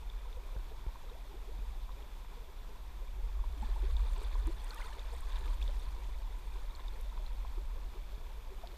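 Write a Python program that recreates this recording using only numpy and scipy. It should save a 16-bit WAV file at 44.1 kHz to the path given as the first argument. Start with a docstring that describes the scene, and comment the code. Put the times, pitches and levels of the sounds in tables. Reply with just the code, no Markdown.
"""A shallow, slow river: an angler wades and lets a fish go, while a riffle hisses far off.
Close by, the bow wave of the steps breaks into filtered bubble grains, plinks and droplet ticks; gliding sines
make the gurgles round the legs, the tail splash and the rings of the drops. Coloured noise makes the riffle.
The microphone is in a body-worn camera in a closed case, whose resonances lift a few bands; it also picks up
a low rumble of movement from shaken noise, knocks on the mount, and a thin electronic whine."""
import sys
import numpy as np
from scipy import signal
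from scipy.fft import rfft, irfft
from scipy.io import wavfile
from scipy.ndimage import uniform_filter1d

SR = 44100
rng = np.random.default_rng(int(sys.argv[2]) if len(sys.argv) > 2 else 0)


def generate_wav(signal):
    """Clip the signal to [-1, 1] and save it as 16-bit WAV at the path in sys.argv[1]."""
    frames = np.transpose(np.atleast_2d(signal))
    scaled = np.clip(frames, -1, 1) * 32767
    pcm = np.round(scaled).astype(np.int16)
    wavfile.write(sys.argv[1], SR, pcm)


N = 386754  # length in samples

# Water stirred by legs and hand, most as the fish swims off: (time [s], relative level [dB])
WADING_CURVE = [(0, -70), (1.5, -73), (2.9, -80), (3.4, -73), (3.65, -59.5), (4.2, -56.5), (4.55, -58),
                (4.84, -54.5), (4.97, -58.5), (5.35, -56.5), (5.85, -59), (6.2, -65), (6.75, -63),
                (7.2, -65), (7.5, -70), (8.3, -71), (8.77, -65)]
# The fish kicks free and beats air under: (start [s], length [s], rms level over that length [dB])
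TAIL_SPLASH_EVENT = (4.6, .36, -57.5)
# Largest air pockets under wavelets and splashes:
# (time [s], relative level [dB], starting pitch [Hz], share by which the pitch rises, or falls if negative [-])
GURGLE_EVENTS = [(0.365, -45.5, 468, .16), (0.547, -48, 447, 0.5), (0.707, -47, 395, 0.38),
                 (1.105, -46.5, 422, 0.26), (1.145, -46, 530, 0.67), (1.333, -48.5, 336, 0.36),
                 (1.47, -47, 360, .45), (2.365, -49, 468, 0.083), (3.561, -50.5, 300, -.1),
                 (3.608, -45.5, 203, 0.19), (3.625, -39.5, 890, -.1), (3.758, -41, 814, 0.34),
                 (3.823, -41.5, 356.5, 0.15), (4.207, -44.5, 370, 0.37), (4.35, -41, 1013, -0.023),
                 (4.463, -37.5, 297, 0.25), (4.491, -52.5, 491, .4), (4.796, -46, 987, 0.068),
                 (4.817, -40, 2030, .1), (5.406, -48.5, 377, -.06), (5.457, -51, 315, -0.022),
                 (5.681, -46, 523, .2), (6.924, -49, 396, .35), (7.568, -48, 377, -0.16),
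                 (7.944, -51, 329, 0.36), (8.503, -47, 370, 0.077), (8.632, -44.5, 626, 0.18)]
# Nearest drops: (time [s], relative level [dB], pitch of the ring [Hz])
DRIP_EVENTS = [(0.1, -46.5, 3500), (0.328, -50, 3530), (0.436, -52.5, 2400), (0.956, -45, 1010),
               (1.892, -45, 1000), (2.246, -47.5, 930), (3.39, -47.5, 1130), (3.439, -41.5, 930),
               (3.621, -50.5, 7740), (3.967, -43, 3600), (4.181, -52, 7940), (4.475, -39.5, 987),
               (4.707, -40, 4220), (4.994, -42.5, 3600), (5.359, -44, 3700), (5.616, -42.5, 2520),
               (5.626, -39.5, 3450), (5.678, -42.5, 3510), (6.708, -45, 3700), (6.751, -47, 4300),
               (6.76, -51, 7260), (6.793, -42.5, 1010), (6.882, -42, 3600), (7.175, -43, 980),
               (7.264, -47.5, 4040), (7.448, -41, 1020)]
# Sharp little clicks: (time [s], peak level [dB], centre frequency [Hz])
CLICK_EVENTS = [(4.471, -42.5, 8600), (4.645, -42.5, 9200), (4.745, -43, 9600), (5.207, -45, 9200),
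                (7.012, -44.5, 10300), (8.673, -41, 3740)]
# Spectrum of the stirred water and the trickle: (frequency [Hz], relative level [dB])
WASH_SPECTRUM = [(200, -3), (330, -6), (550, -1), (900, 3), (1250, -2.5), (1700, 1.5), (2200, -4),
                 (3000, -6.5), (4400, -5), (5500, -16), (8000, -13)]
# Spectrum of the falling droplets: (frequency [Hz], relative level [dB])
SPRAY_SPECTRUM = [(3000, -8), (4400, -1), (5500, -7), (7200, -2.5), (8000, -3.5), (9100, 0.5),
                  (10200, -7.5), (15000, -7)]
# Colour of the wavelets' gulps: (frequency [Hz], relative level [dB])
GULP_COLOUR = [(280, -7), (450, 1), (700, -2)]
# Spectrum of the far broken water: (frequency [Hz], relative level [dB])
RIFFLE_SPECTRUM = [(60, 12.5), (120, 4), (250, -2), (420, -3), (700, -5.5), (1000, -8), (1400, -9),
                   (2400, -13), (3000, -14), (4500, -16), (7000, -19), (10000, -22.5), (15000, -24.5)]
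# How strongly the wearer moves (holds still, bends down, stands up): (time [s], relative level [dB])
MOTION_CURVE = [(0, -40), (1.3, -46), (1.62, -39.5), (2.4, -49), (3.1, -41), (3.32, -33.5), (3.6, -35.5),
                (4.03, -27.5), (4.2, -36), (4.44, -30.5), (4.62, -40.5), (5.0, -41), (5.62, -31),
                (5.9, -37.5), (6.9, -39.5), (7.58, -37), (8.2, -42.5), (8.77, -46.5)]
# Spectrum of the mount's boom: (frequency [Hz], relative level [dB])
BOOM_SPECTRUM = [(28, -9), (37, 1), (45, 2), (54, -5), (66, -17.5), (85, -35), (125, -59), (250, -60)]
# Spectrum of the deep sway: (frequency [Hz], relative level [dB])
SWAY_SPECTRUM = [(14, 0.5), (22, -8.5), (31, 5), (38, -18.5), (50, -23)]
# Knocks on the camera mount: (time [s], relative level [dB])
BUMP_EVENTS = [(0.5634, -30), (0.865, -30.5), (1.589, -36.5), (8.179, -37)]
# Air resonances of the camera case: (frequency [Hz], width [Hz], lift before the power is restored [dB])
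CASE_RESONANCES = [(980, 205, 8.5), (2377, 310, 5), (3483, 370, 7.5), (4300, 140, -0.5)]

SPRAY_BELOW_WASH_DB, SPRAY_FOLLOWS = 12.5, 1  # at the height of the splash; dB of spray per dB of wash
GURGLE_CYCLES = 16.7    # ring length in cycles of the starting pitch, so low pockets last longest
DRIP_RING_S = 0.0085    # ring length of the case at 1 kHz; higher pitches ring shorter
RIFFLE_DB, WHINE_DB = -58, -78.5  # rms levels before their flutter
CUTOFF_HZ = 15350


def from_db(db):
    """Decibels to gain."""
    return 10 ** (np.asarray(db) / 20)


def rms_one(x):
    """Scale to unit power."""
    return x / np.sqrt(np.mean(x ** 2) + 1e-20)


def in_time(rows):
    """Each column of a curve, at every sample."""
    s, *columns = np.transpose(rows)
    return [np.interp(np.arange(N) / SR, s, c) for c in columns]


def add(out, s, sound):
    """Mix a short sound in at time s."""
    i = int(np.clip(round(s * SR), 0, N))
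    out[i:i + len(sound)] += sound[:N - i]


def coloured(x, spectrum):
    """Filter a sound by a spectrum that falls away outside its end points; rms 1."""
    hz, db = np.transpose(spectrum)
    f = np.maximum(np.arange(N // 2 + 1) * SR / N, 1)
    skirts = np.minimum(f / hz[0], 1) ** 2 * np.minimum(hz[-1] / f, 1) ** 2
    gain = from_db(np.interp(np.log(f), np.log(hz), db))
    return rms_one(irfft(rfft(x) * skirts * gain, N))


def drift(rate):
    """Slow random wander of unit rms: noise through two equal poles at rate Hz."""
    # computed at every 40th sample; the first 2000 values let the filter settle
    r = np.exp(-80 * np.pi * rate / SR)
    noise = rng.standard_normal(N // 40 + 2002)
    slow = signal.lfilter([1], [1, -2 * r, r * r], noise)[2000:]
    return np.interp(np.arange(N) / 40, np.arange(len(slow)), rms_one(slow))


def resonance(x, hz, width_hz):
    """Two-pole band-pass with gain near 1 on top."""
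    r = np.exp(-np.pi * width_hz / SR)
    zeros = np.array([1, 0, -1]) * (1 - r * r) / 2
    poles = [1, -2 * r * np.cos(2 * np.pi * hz / SR), r * r]
    return signal.lfilter(zeros, poles, x + 1e-18)


def burst(t, decay_s, hz, width_hz):
    """A dying puff of noise through two equal resonances; peak 1."""
    noise = rng.standard_normal(len(t)) * np.exp(-t / decay_s)
    band = resonance(resonance(noise, hz, width_hz), hz, width_hz)
    return band / np.abs(band).max()


def in_case(x):
    """The air in the camera case lifts a few narrow bands; the power stays the same."""
    lifted = x.copy()
    for hz, width_hz, db in CASE_RESONANCES:
        lifted = lifted + (from_db(db) - 1) * resonance(x, hz, width_hz)
    return lifted * np.std(x) / np.std(lifted)


def grains(per_s, low_hz, high_hz, cycles, spread_db, count=28):
    """Tiny grains of uneven size, born at random, ring at one of count pitches for some cycles; rms 1."""
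    sizes = from_db(spread_db * np.minimum(rng.exponential(1, N), 4)) * rng.choice([-1, 1], N)
    births = sizes * (rng.random(N) < per_s / SR)
    dealt = rng.integers(0, count, N)
    pitches = np.geomspace(low_hz, min(high_hz, .45 * SR), count)
    return rms_one(sum(resonance(births * (dealt == k), hz, 2 * hz / cycles) for k, hz in enumerate(pitches)))


def gliding_ring(first_hz, last_hz, length, swell):
    """A sine swells and dies while its pitch glides, as of an air pocket nearing the surface; peak near 1."""
    age = np.arange(int(2 * length * SR) + 2) / (length * SR)  # in ring lengths
    hz = first_hz * (last_hz / first_hz) ** np.minimum(age, 1.3)
    shape = (1 - np.exp(-(age / swell) ** 2)) * np.exp(-1.8 * age ** 2)
    return shape / shape.max() * np.sin(2 * np.pi * np.cumsum(hz) / SR)


def bubble_cloud(times, low_hz, high_hz, rise, cycles, spread_db):
    """One rising bubble at each time, of random size and strength; the small ones are fainter."""
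    out = np.zeros(N)
    for s, (size, glide, strength) in zip(times, rng.random((len(times), 3))):
        hz = low_hz * (high_hz / low_hz) ** size
        gain = from_db(spread_db * (strength - 1)) * (low_hz / hz) ** (1 / 3)
        add(out, s, gain * gliding_ring(hz, hz * (1 + rise * glide), cycles / hz, swell=0.22))
    return out


def stirred_bubbles(level_db, low_hz, high_hz, rise, cycles, spread_db, count):
    """More stirring makes both more and stronger bubbles; they follow the given level."""
    stir = from_db(level_db)
    shares = (np.arange(count) + rng.random(count)) / count
    times = np.interp(shares, np.cumsum(stir) / stir.sum(), np.arange(N) / SR)
    cloud = bubble_cloud(times, low_hz, high_hz, rise, cycles, spread_db)
    return rms_one(cloud * np.sqrt(stir)) * np.sqrt(np.mean(stir ** 2))


def trembling(x, depth, rate):
    """The rings are never quite even: their strength and phase wobble at random."""
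    wobble = 1 + depth * (drift(rate) + 1j * drift(rate))
    return (signal.hilbert(x) * wobble).real / np.hypot(1, depth)


def case_ring(hz, rise=1.016):
    """A drop's tick makes the camera case ring for a few milliseconds, longest at low pitch."""
    return gliding_ring(hz, hz * rise, DRIP_RING_S * np.sqrt(1000 / hz), swell=.25)


def fizz(wash_db, level_db=-1.5, clump_db=2.5):
    """The breaking wave froths with tiny bubbles that burst in clumps."""
    stir = from_db(wash_db - wash_db.max())
    # stirring sets how dense the grains are; the division evens out their power
    froth = grains(4200 * stir, 256.5, 6430, cycles=16.4, spread_db=3.0) / np.sqrt(stir)
    clumps_db = clump_db * drift(17.3)
    return in_case(coloured(froth, WASH_SPECTRUM)) * from_db(level_db + wash_db + clumps_db)


def churn(wash_db, level_db=-6.5):
    """Air dragged under by the bow wave rings out as clear little plinks."""
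    plinks = stirred_bubbles(wash_db, low_hz=850, high_hz=4700, rise=.16, cycles=18, spread_db=22, count=760)
    return from_db(level_db) * in_case(plinks)


def spray(spray_db, level_db=0.0, spatter_db=3.0, tick_db=0.0):
    """Fine droplets fall back: ticks on the surface mix with short high pings."""
    pings = stirred_bubbles(spray_db, low_hz=3900, high_hz=11500, rise=.06, cycles=14, spread_db=20, count=1500)
    stir = from_db(spray_db - spray_db.max())
    ticks = grains(1500 * stir, 4700, 14000, cycles=11.0, spread_db=1.0, count=14) / np.sqrt(stir)
    ticks = from_db(spray_db + tick_db) * coloured(ticks, SPRAY_SPECTRUM)
    patter = np.std(pings) * coloured(pings, SPRAY_SPECTRUM) + ticks
    return patter * from_db(level_db + spatter_db * drift(30)) / np.hypot(1, from_db(tick_db))


def tail_splash(count=52):
    """The tail leaves a dense cluster of short rising plops, thickest as the wave folds over."""
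    start, length, db = TAIL_SPLASH_EVENT
    times = start + length * rng.beta(2.4, 1.7, count)
    plops = bubble_cloud(times, low_hz=844, high_hz=3600, rise=0.19, cycles=18, spread_db=14)
    return from_db(db) * rms_one(plops) * np.sqrt(length * SR / N)


def gurgles(level_db=-4.5):
    """Large air pockets ring under folding wavelets, most gliding up in pitch."""
    out = np.zeros(N)
    for s, db, hz, rise in GURGLE_EVENTS:
        add(out, s, from_db(db) * gliding_ring(hz, hz * (1 + rise), GURGLE_CYCLES / hz, swell=0.18))
    return from_db(level_db) * trembling(out, depth=.45, rate=80)


def drips(level_db=-2.0, tick_db=-5.5, tick_decay_s=0.0022, tick_breadth=0.69):
    """Near drops fall from hand, fish and rod: each ticks and makes the case ring unevenly."""
    out, t = np.zeros(N), np.arange(SR // 50) / SR
    for s, db, hz in DRIP_EVENTS:
        add(out, s, from_db(db + tick_db) * burst(t, tick_decay_s, hz, tick_breadth * hz))
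        add(out, s - DRIP_RING_S / 8, from_db(db) * case_ring(hz))  # early, to leave time for its swell
    return from_db(level_db) * trembling(out, depth=.25, rate=300)


def clicks(decay_s=0.0012, breadth=0.61):
    """Hard little contacts, each a brief bright burst."""
    out, t = np.zeros(N), np.arange(SR // 50) / SR
    for s, db, hz in CLICK_EVENTS:
        add(out, s, from_db(db) * burst(t, decay_s, hz, breadth * hz))
    return out


def wavelets(wash_db, level_db=-69.0, follows=0.16, surge_db=2.5, count=170):
    """The current folds round the legs in soft rising gulps that overlap, surge, and sink a little in calm water."""
    times = (np.arange(count) + rng.uniform(-1, 2, count)) / count * N / SR
    gulps = bubble_cloud(times, low_hz=259, high_hz=681.4, rise=.35, cycles=15.9, spread_db=8.5)
    gulps = coloured(trembling(gulps, depth=0.54, rate=90), GULP_COLOUR)
    surges = from_db(follows * wash_db + surge_db * drift(6.1))
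    return from_db(level_db) * rms_one(gulps * surges)


def far_drips(wash_db, peak_db=-52.0, follows=.25, detune=0.074, count=60):
    """Fainter drops fall at random and ring the case near its resonances; stirring makes them stronger."""
    out = np.zeros(N)
    for k, (when, strength, pitch) in enumerate(rng.random((count, 3))):
        i = int((k + when) / count * (N - 1))
        hz = CASE_RESONANCES[int(pitch * 3)][0] * (1 + detune * rng.uniform(-1, 1))  # one of the first three
        db = peak_db + follows * (wash_db[i] - wash_db.mean()) - 10 * strength
        add(out, i / SR, from_db(db) * case_ring(hz))
    return trembling(out, depth=.25, rate=300)


def lapping(level_db=-66.0, count=1100):
    """Countless faint wavelets babble all around."""
    times = (np.arange(count) + rng.random(count)) / count * N / SR
    babble = bubble_cloud(times, low_hz=328.3, high_hz=2600, rise=0.345, cycles=16.25, spread_db=18.5)
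    return from_db(level_db) * in_case(rms_one(babble))


def trickle(level_db=-71):
    """Small bubbles burst softly on the open river."""
    bursts = grains(260, 830, 5100, cycles=20, spread_db=3.0)
    return from_db(level_db) * in_case(coloured(bursts, WASH_SPECTRUM))


def riffle(flutter_db=0.51):
    """Far broken water merges into an even hiss."""
    hiss = in_case(coloured(rng.standard_normal(N), RIFFLE_SPECTRUM))
    return hiss * from_db(RIFFLE_DB + flutter_db * drift(8.7))


def rumble(motion_db, evenness=0.85, sway_db=-43.0, sway_follow=0.58, boom_db=-2.0):
    """Movement shakes the camera mount: a deep sway always, a resonant boom when the moves are strong."""
    def shake(spectrum):
        """Low noise with its swells partly evened out; rms 1."""
        noise = coloured(rng.standard_normal(N), spectrum)
        power = uniform_filter1d(np.abs(signal.hilbert(noise)) ** 2, SR // 10)
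        return rms_one(noise / power ** (min(evenness, 1) / 2))
    sway = from_db(sway_db + sway_follow * (motion_db - motion_db.mean()))
    boom = from_db(motion_db + boom_db)
    return sway * shake(SWAY_SPECTRUM) + boom * shake(BOOM_SPECTRUM)


def bumps(mount_hz=43, contact_s=0.0017, knock_db=-15.0, knock_hz=420, knock_width_hz=900, knock_decay_s=0.0027):
    """A knock rattles the case briefly and jolts the mount, which swings a couple of times."""
    out, t = np.zeros(N), np.arange(SR // 5) / SR
    swing = np.exp(-t / .03) * np.cos(2 * np.pi * mount_hz * t)
    jolt = (1 - np.exp(-t / contact_s)) * swing
    for s, db in BUMP_EVENTS:
        rattle = from_db(knock_db) * burst(t, knock_decay_s, knock_hz, knock_width_hz)
        add(out, s, from_db(db) * (jolt + rattle))
    return out


def whine(hz=11928):
    """The camera's electronics sing faintly on one high, slightly unsteady note."""
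    tone = np.sqrt(2) * np.sin(2 * np.pi * np.cumsum(hz + 3.6 * drift(4.8)) / SR)
    return from_db(WHINE_DB) * tone * (1 + 0.2 * drift(90))


def scene():
    """Wader close by, river around and camera at the microphone, in one channel."""
    wash_db, = in_time(WADING_CURVE)
    motion_db, = in_time(MOTION_CURVE)
    spray_db = wash_db.max() - SPRAY_BELOW_WASH_DB + SPRAY_FOLLOWS * (wash_db - wash_db.max())
    wader = fizz(wash_db) + churn(wash_db) + spray(spray_db) + tail_splash()
    wader = wader + gurgles() + drips() + clicks() + far_drips(wash_db)
    river = wavelets(wash_db) + lapping() + trickle() + riffle()
    camera = rumble(motion_db) + bumps() + whine()
    return (wader + river + camera)[None]


def record(dry):
    """A steep elliptic low-pass cuts the top."""
    return signal.sosfilt(signal.ellip(12, .1, 80, CUTOFF_HZ, fs=SR, output="sos"), dry)


dry = scene()
out = record(dry)
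generate_wav(out)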